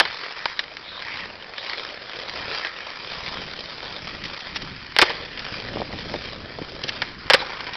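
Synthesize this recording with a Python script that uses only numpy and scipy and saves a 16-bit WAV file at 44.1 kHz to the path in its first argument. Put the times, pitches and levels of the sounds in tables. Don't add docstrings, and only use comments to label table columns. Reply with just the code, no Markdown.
import sys
import numpy as np
from scipy import signal
from scipy.fft import rfft, irfft, next_fast_len
from scipy.io import wavfile
from scipy.ndimage import uniform_filter1d

SR = 44100
rng = np.random.default_rng(int(sys.argv[2]) if len(sys.argv) > 2 else 0)


def dump_mix(stems):
    frames = np.atleast_2d(stems).T
    limited = np.clip(frames, -1, 1)
    pcm = np.round(limited * 32767).astype(np.int16)
    wavfile.write(sys.argv[1], SR, pcm)


N = 342216
TIME_S = np.arange(N) / SR

# time in seconds, relative level in dB.
ROLL_DB = [(0.0, -36.5), (0.52, -34.5), (0.72, -46), (1.2, -33.5), (1.38, -45.5), (1.72, -34.5),
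           (1.98, -42), (2.58, -30.5), (2.76, -39), (3.18, -34), (3.66, -41), (3.93, -39), (4.55, -38.5),
           (5.22, -38.5), (5.55, -33), (5.66, -41), (6.22, -38), (6.41, -46), (6.85, -39), (7.48, -38),
           (7.76, -32)]
# time in seconds, relative gain in dB.
TREBLE_DB = [(0.1, -2), (0.4, -5), (1.35, -4.5), (1.63, -2), (2.7, -4.5), (3.5, -.5), (5.5, -4.5),
             (5.8, -1.5), (7.2, -2.5), (7.7, -9)]
# time in seconds, relative level in dB.
HUM_DB = [(0.0, -45), (0.8, -49.5), (1.5, -45), (2.1, -45.5), (2.45, -39), (2.8, -46.5), (3.4, -45),
          (4.6, -47), (5.5, -42.5), (6.4, -45.5), (7.76, -45)]
# frequency in Hz, gain in dB.
GRIND_EQ_DB = [(60, -26.5), (220, -15), (400, -2), (750, -4), (1300, -2.5), (1850, -1.5), (2450, -0.5),
               (2750, -5), (3400, -4), (4200, -5), (4900, -2.5), (5600, -9)]
# centre in Hz, width in Hz, lift in dB.
WHEEL_MODES = [(536, 73, 5), (1004, 120, 4), (1305, 120, 3), (1830, 130, 3.5), (2354, 110, 2.5),
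               (3145, 130, 5.5), (3570, 90, 1.5)]
# take-off in seconds, touchdown in seconds.
FLIGHTS_S = [(4.6, 4.988), (7.02, 7.3)]
# start in seconds, level in dB, length in seconds,
# tilt in dB per octave, flex pitch in Hz, flex peak in dB.
TRUCK_SLAMS = [(0.0003, -2.5, .012, 3.5, 793, -21), (0.4558, -11, 0.0041, -0.5, 940, -14),
               (4.987, -2, .009, 4, 473, -16), (5.0155, -1.5, .018, 4, 369, -13),
               (7.3, -3, 0.01094, 2.5, 535, -13), (7.3346, -2.5, .019, 5, 535, -5)]
# start in seconds, level in dB, decay in seconds, tilt in dB per octave.
BOARD_KNOCKS = [(0.052, -18, 0.0061, -1.5), (0.592, -12.5, 0.0038, 4), (0.6392, -27, .0032, 1),
                (0.769, -23.5, .0022, 3), (1.1413, -24, .0024, -1.5), (1.4244, -28, .0024, 2),
                (1.581, -21, 0.0034, 0.5), (1.697, -17, 0.0018, 1.5), (1.733, -21, 0.0021, -2),
                (2.2952, -21, 0.0021, 5), (2.547, -21.5, .0055, 4), (2.6481, -19.5, 0.0024, -0.5),
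                (2.67, -23.5, .005, 0), (3.285, -26, 0.0031, 5), (3.5352, -25, .003, 1),
                (4.5595, -22.5, 0.0062, 1.5), (4.9645, -7.5, 0.0016, 0), (5.1016, -18, 0.008, -3),
                (5.3927, -23, 0.0034, 6.5), (6.139, -22.5, 0.0033, 0), (7.019, -14, 0.0052, 0),
                (7.6057, -21, 0.0028, 0), (7.734, -24.5, .0053, 7.5)]
# frequency in Hz, gain in dB.
CRACK_EQ_DB = [(60, -25), (200, -23), (350, -7), (520, -3), (720, -3), (920, -0.5), (1300, -1.5), (1700, 4),
               (2250, 1), (2600, -2.5), (3100, -1), (4000, -4.5), (5300, -7)]
# frequency in Hz, relative level in dB, T60 in seconds.
DECK_MODES = [(316, -7.5, 0.036), (516, -5, .045), (638, -5, 0.049), (868, -2, .05), (1190, -5, 0.08),
              (1400, -14, 0.023), (1570, -1.5, 0.041), (1840, -3.5, 0.046), (2258, 1, 0.044),
              (2850, -5, 0.034), (3020, -3.5, 0.027), (3520, -4.5, 0.05), (4094, -4.5, 0.046),
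              (4770, -9, .035)]
# midpoint in seconds, length in seconds, level in dB,
# mid pitch in Hz, glide as end-to-start pitch ratio.
WHEEL_SKIDS = [(0.528, 0.064, -43, 1800, 1.03), (0.93, 0.25, -40, 3750, 1.1),
               (1.117, 0.15, -36.5, 2234, 0.9), (1.243, 0.058, -35.5, 1850, 0.93),
               (1.591, 0.071, -38.5, 3600, 1.3), (1.739, 0.031, -31.5, 2086, .9),
               (2.66, 0.076, -32, 1700, 0.75), (3.112, 0.39, -51, 3080, 0.98),
               (5.09, 0.077, -30.5, 1906, .8), (7.319, 0.026, -23.5, 1700, 1),
               (7.404, 0.042, -32, 3920, .85), (7.427, 0.032, -30, 887, 0.72)]
# peak time in seconds, level in dB, rise in seconds, fall in seconds.
SHOE_SCUFFS = [(4.24, -26.5, 0.0014, 0.0032), (4.253, -26.5, 0.0023, 0.0083),
               (4.283, -32.5, 0.0017, 0.0023), (4.407, -28, 0.0036, 0.0047), (4.568, -22.5, 0.0095, 0.0046),
               (4.622, -30.5, 0.0043, 0.0055), (6.839, -23.5, .003, 0.004), (6.893, -19, 0.0064, 0.0037)]
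# time in seconds, level in dB.
WIND_DB = [(0.0, -43), (0.25, -59.5), (1.27, -46.5), (1.6, -56.5), (2.2, -52.5), (2.45, -42.5),
           (2.68, -55.5), (3.38, -40.5), (3.7, -49.5), (4.0, -41), (4.25, -38), (4.4, -50), (4.63, -35.5),
           (4.8, -45), (5.42, -43.5), (5.8, -35), (6.5, -42), (7.05, -40), (7.76, -46)]
# frequency in Hz, gain in dB.
BUFFET_EQ_DB = [(15, -4), (40, -0.5), (100, -0.5), (200, -1.5), (350, -6.5), (600, -21), (1200, -35),
                (3000, -55.5)]
# midpoint in seconds, peak in dB, pitch in Hz.
EDDY_POPS = [(5.7605, -18, 380), (5.7715, -16.5, 700), (5.803, -16.5, 517), (5.8184, -13, 675),
             (5.936, -20.5, 640), (6.058, -25, 450), (6.142, -14, 670), (6.152, -18, 480),
             (6.588, -19.5, 595), (6.618, -19.5, 300), (6.846, -23, 423)]
# frequency in Hz, T60 in seconds.
LOT_T60_S = [(200, 0.58), (1500, 0.65), (5500, 0.22)]
# frequency in Hz, gain in dB.
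HISS_EQ_DB = [(40, -0.5), (200, -5.5), (600, -2.5), (1700, 6.5), (3500, -6.5), (5000, -0.5), (5600, -12.5)]
# frequency in Hz, gain in dB.
PASSBAND_DB = [(20, -3), (5150, 0), (5500, -4), (5800, -9.5), (6050, -20), (6350, -47.5), (6700, -100)]
# frequency in Hz, gain in dB.
SPLASH_EQ_DB = [(6000, 0.5), (9000, -1), (12000, -3.5), (15000, -2)]


def rolling(air_hum_db=-6.5, crunch_s=0.00097):
    stones = signal.lfilter([1], [1, -np.exp(-1 / (crunch_s * SR))], grit(per_s=700, spread_db=3.5) ** 2)
    crunch = np.sqrt(stones / stones.mean() + 0.4) * rng.standard_normal(N)
    drive = unit_rms(crunch * gain(1.17 * drift(rate_hz=50)))
    hz, t, spectra = signal.stft(drive, SR, nperseg=512, noverlap=384)
    patches = uniform_filter1d(rng.standard_normal(spectra.shape), size=4, axis=0)
    patches_db = 2.14 * unit_rms(uniform_filter1d(patches, size=22, axis=1))
    modes_db = sum(db / (1 + (2 * (hz - f) / width) ** 2) for f, width, db in WHEEL_MODES)
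    hum_db = at_time(HUM_DB, t) - at_time(ROLL_DB, t) + air_hum_db * airborne(t)
    eq_db = (at_hz(GRIND_EQ_DB, hz) + modes_db)[:, None] + patches_db
    eq_db += np.outer(at_hz([(2400, 0.13), (3200, 1)], hz), at_time(TREBLE_DB, t) + 3.5)
    eq_db += np.outer(at_hz([(650, 1), (1000, 0.04)], hz), hum_db + 9.5)
    grind = signal.istft(spectra * gain(eq_db), SR, nperseg=512, noverlap=384)[1][:N]
    roughness_db = 0.92 * drift(rate_hz=6)
    level_db = rolling_db(TIME_S) + landing_surge_db(TIME_S) + roughness_db
    return band_limit(gain(level_db + 9.5) * grind)


def airborne(t, fade_s=0.155):
    return sum(np.clip((t - off) / fade_s, 0, 1) * (t < down) for off, down in FLIGHTS_S)


def rolling_db(t, air_db=-4):
    return at_time(ROLL_DB, t) + air_db * airborne(t)


def landing_surge_db(t, peak_db=15.5, decay_s=0.1):
    return peak_db * sum((t >= down) * np.exp(-abs(t - down) / decay_s) for _, down in FLIGHTS_S)


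def impact(db, decay_s, tilt_db_oct):
    def tilt_db(f):
        return tilt_db_oct * np.log2(np.maximum(f, 800) / 1500)

    t, hz = np.arange(8192) / SR, np.fft.rfftfreq(2048, 1 / SR)
    contact = np.exp(-t / decay_s)
    rattle = gain(-22.5) * np.exp(-t / 0.02)
    crunch = rng.choice([-1, 1], len(t)) * (contact + rattle)
    ring = np.zeros(len(t))
    for mode_hz, mode_db, t60_s in DECK_MODES:
        cycles = mode_hz * rng.normal(1, 0.0018) * t + rng.random()
        ring += gain(mode_db + tilt_db(mode_hz) - 60 * t / t60_s) * np.sin(2 * np.pi * cycles)
    response = minimum_phase(at_hz(CRACK_EQ_DB, hz) + at_hz(PASSBAND_DB, hz) / 2 + tilt_db(hz))
    crack = unit_rms(signal.fftconvolve(crunch, response)[:len(t)])
    return gain(db) * np.sqrt(np.mean(contact ** 2)) * (crack + gain(-9.5) * unit_rms(ring))


def slams(gap_s=0.0048, contact_s=0.0027, settle_db=-8.5, dulling_db_oct=-12, flex_cycles=4.1):
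    out, t = np.zeros(N), TIME_S[:SR // 10]
    for start_s, db, length_s, tilt_db_oct, flex_hz, flex_db in TRUCK_SLAMS:
        for delay_s in np.arange(6) * gap_s:
            settled = min(delay_s / length_s, 1)
            hit = impact(db + settle_db * settled ** 2, contact_s, tilt_db_oct + dulling_db_oct * settled)
            add(out, start_s + delay_s, (settled < 1) * hit)
        flex = np.exp(-(t * flex_hz / flex_cycles) ** 1.4) * np.sin(2 * np.pi * flex_hz * t)
        add(out, start_s + length_s / 2, gain(flex_db) * flex)
    return out


def knocks():
    out = np.zeros(N)
    for start_s, db, decay_s, tilt_db_oct in BOARD_KNOCKS:
        add(out, start_s, impact(db, decay_s, tilt_db_oct))
    return out


def skids():
    out = np.zeros(N)
    for mid_s, length_s, db, hz, glide in WHEEL_SKIDS:
        position = np.linspace(-0.5, 0.5, round(length_s * SR))
        noise = rng.standard_normal((len(position), 2)) @ [1, 1j]
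        fuzz = signal.lfilter(*signal.butter(2, hz * 0.087, fs=SR), noise)
        chirr = (fuzz * np.exp(2j * np.pi * np.cumsum(hz * glide ** position) / SR)).real
        add(out, mid_s - length_s / 2, gain(db) * unit_rms(chirr) * np.cos(np.pi * position))
    return out


def scuffs():
    envelope = sum(gain(db) * np.exp(-np.maximum((peak_s - TIME_S) / rise_s, (TIME_S - peak_s) / fall_s))
                   for peak_s, db, rise_s, fall_s in SHOE_SCUFFS)
    sand = equalize(grit(per_s=5100, spread_db=2.5), [(200, -12.5), (900, -13), (2000, 3.5), (5000, 0.5)])
    return band_limit(envelope * sand) / band_limit(sand).std()


def pebbles(per_s=2.8, lift_db=7.5, spread_db=1):
    out = np.zeros(N)
    for _ in range(round(per_s * N / SR)):
        start_s = rng.random() * N / SR
        db = rolling_db(start_s) + rng.normal(lift_db, spread_db)
        add(out, start_s, impact(db, decay_s=0.0028, tilt_db_oct=2))
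    return out


def wind(wake_s=0.0118, wake_db=-6, wake_pitch_ratio=0.71):
    lumps = grit(per_s=240, spread_db=3) + 0.9 * rng.standard_normal(N)
    lumps *= gain(1.5 * drift(rate_hz=27))
    out = gain(at_time(WIND_DB, TIME_S)) * unit_rms(equalize(lumps, BUFFET_EQ_DB))
    for mid_s, db, hz in EDDY_POPS:
        add(out, *eddy(mid_s, db, hz))
        add(out, *eddy(mid_s + wake_s * rng.uniform(0.3, 1), db + wake_db, hz * wake_pitch_ratio))
    return out


def eddy(mid_s, db, hz):
    cycles = np.arange(-2, 2, hz / SR)
    swing = np.sin(2 * np.pi * cycles) * np.exp(-(cycles / 0.41) ** 2)
    return mid_s - 2 / hz, gain(db) * swing / abs(swing).max()


def lot_reverb(x, echoes_per_s=2000, build_s=0.034):
    taps = rng.standard_normal(SR) * (rng.random(SR) < echoes_per_s / SR)
    hz, t, spectra = signal.stft(taps, SR, nperseg=256)
    envelope = (1 - np.exp(-t / build_s)) * gain(-60 * t / at_hz(LOT_T60_S, hz)[:, None])
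    tail = signal.istft(spectra * envelope, SR, nperseg=256)[1]
    return signal.fftconvolve(x, tail / np.linalg.norm(tail))[:N]


def hiss():
    return gain(-48) * unit_rms(band_limit(equalize(rng.standard_normal(N), HISS_EQ_DB)))


def grit(per_s, spread_db):
    size = gain(spread_db * np.minimum(rng.exponential(1, N), 4))
    return unit_rms(size * rng.choice([-1, 1], N) * (rng.random(N) < per_s / SR))


def drift(rate_hz):
    return unit_rms(fft_filter(rng.standard_normal(N), lambda hz: -10 * np.log10(1 + (hz / rate_hz) ** 4)))


def gain(db):
    return 10 ** (np.asarray(db) / 20)


def unit_rms(x):
    return x / np.sqrt(np.mean(x ** 2) + 1e-20)


def at_time(points, t):
    return np.interp(t, *np.transpose(points))


def at_hz(points, hz):
    f, value = np.transpose(points)
    return np.interp(np.log(hz + 1), np.log(f + 1), value)


def add(mix, start_s, sound):
    part = mix[max(round(start_s * SR), 0):][:len(sound)]
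    part += sound[:len(part)]


def fft_filter(x, db_at_hz):
    size = next_fast_len(len(x) + 4096)
    return irfft(rfft(x, size) * gain(db_at_hz(np.fft.rfftfreq(size, 1 / SR))), size)[:len(x)]


def equalize(x, points):
    return fft_filter(x, lambda hz: at_hz(points, hz))


def band_limit(x):
    return equalize(x, PASSBAND_DB)


def minimum_phase(db):
    log_gain = np.log(gain(np.r_[db, db[-2:0:-1]]))
    return np.fft.ifft(np.exp(np.conj(signal.hilbert(log_gain)))).real


def scene():
    hits = band_limit(slams() + knocks() + skids()) + scuffs()
    board = rolling() + hits + gain(-27.5) * lot_reverb(hits)
    return (board + hiss() + band_limit(wind() + pebbles()))[None]


def record(dry):
    ceiling, knee, cutoff_hz = 0.74, 6, 15800
    clipped = dry[0] / (1 + abs(dry[0] / ceiling) ** knee) ** (1 / knee)
    lowpass = signal.firwin(255, cutoff_hz, window=("kaiser", 9), fs=SR)
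    return signal.oaconvolve(equalize(clipped, SPLASH_EQ_DB), lowpass, "same")[None]


dry = scene()
out = record(dry)
dump_mix(out)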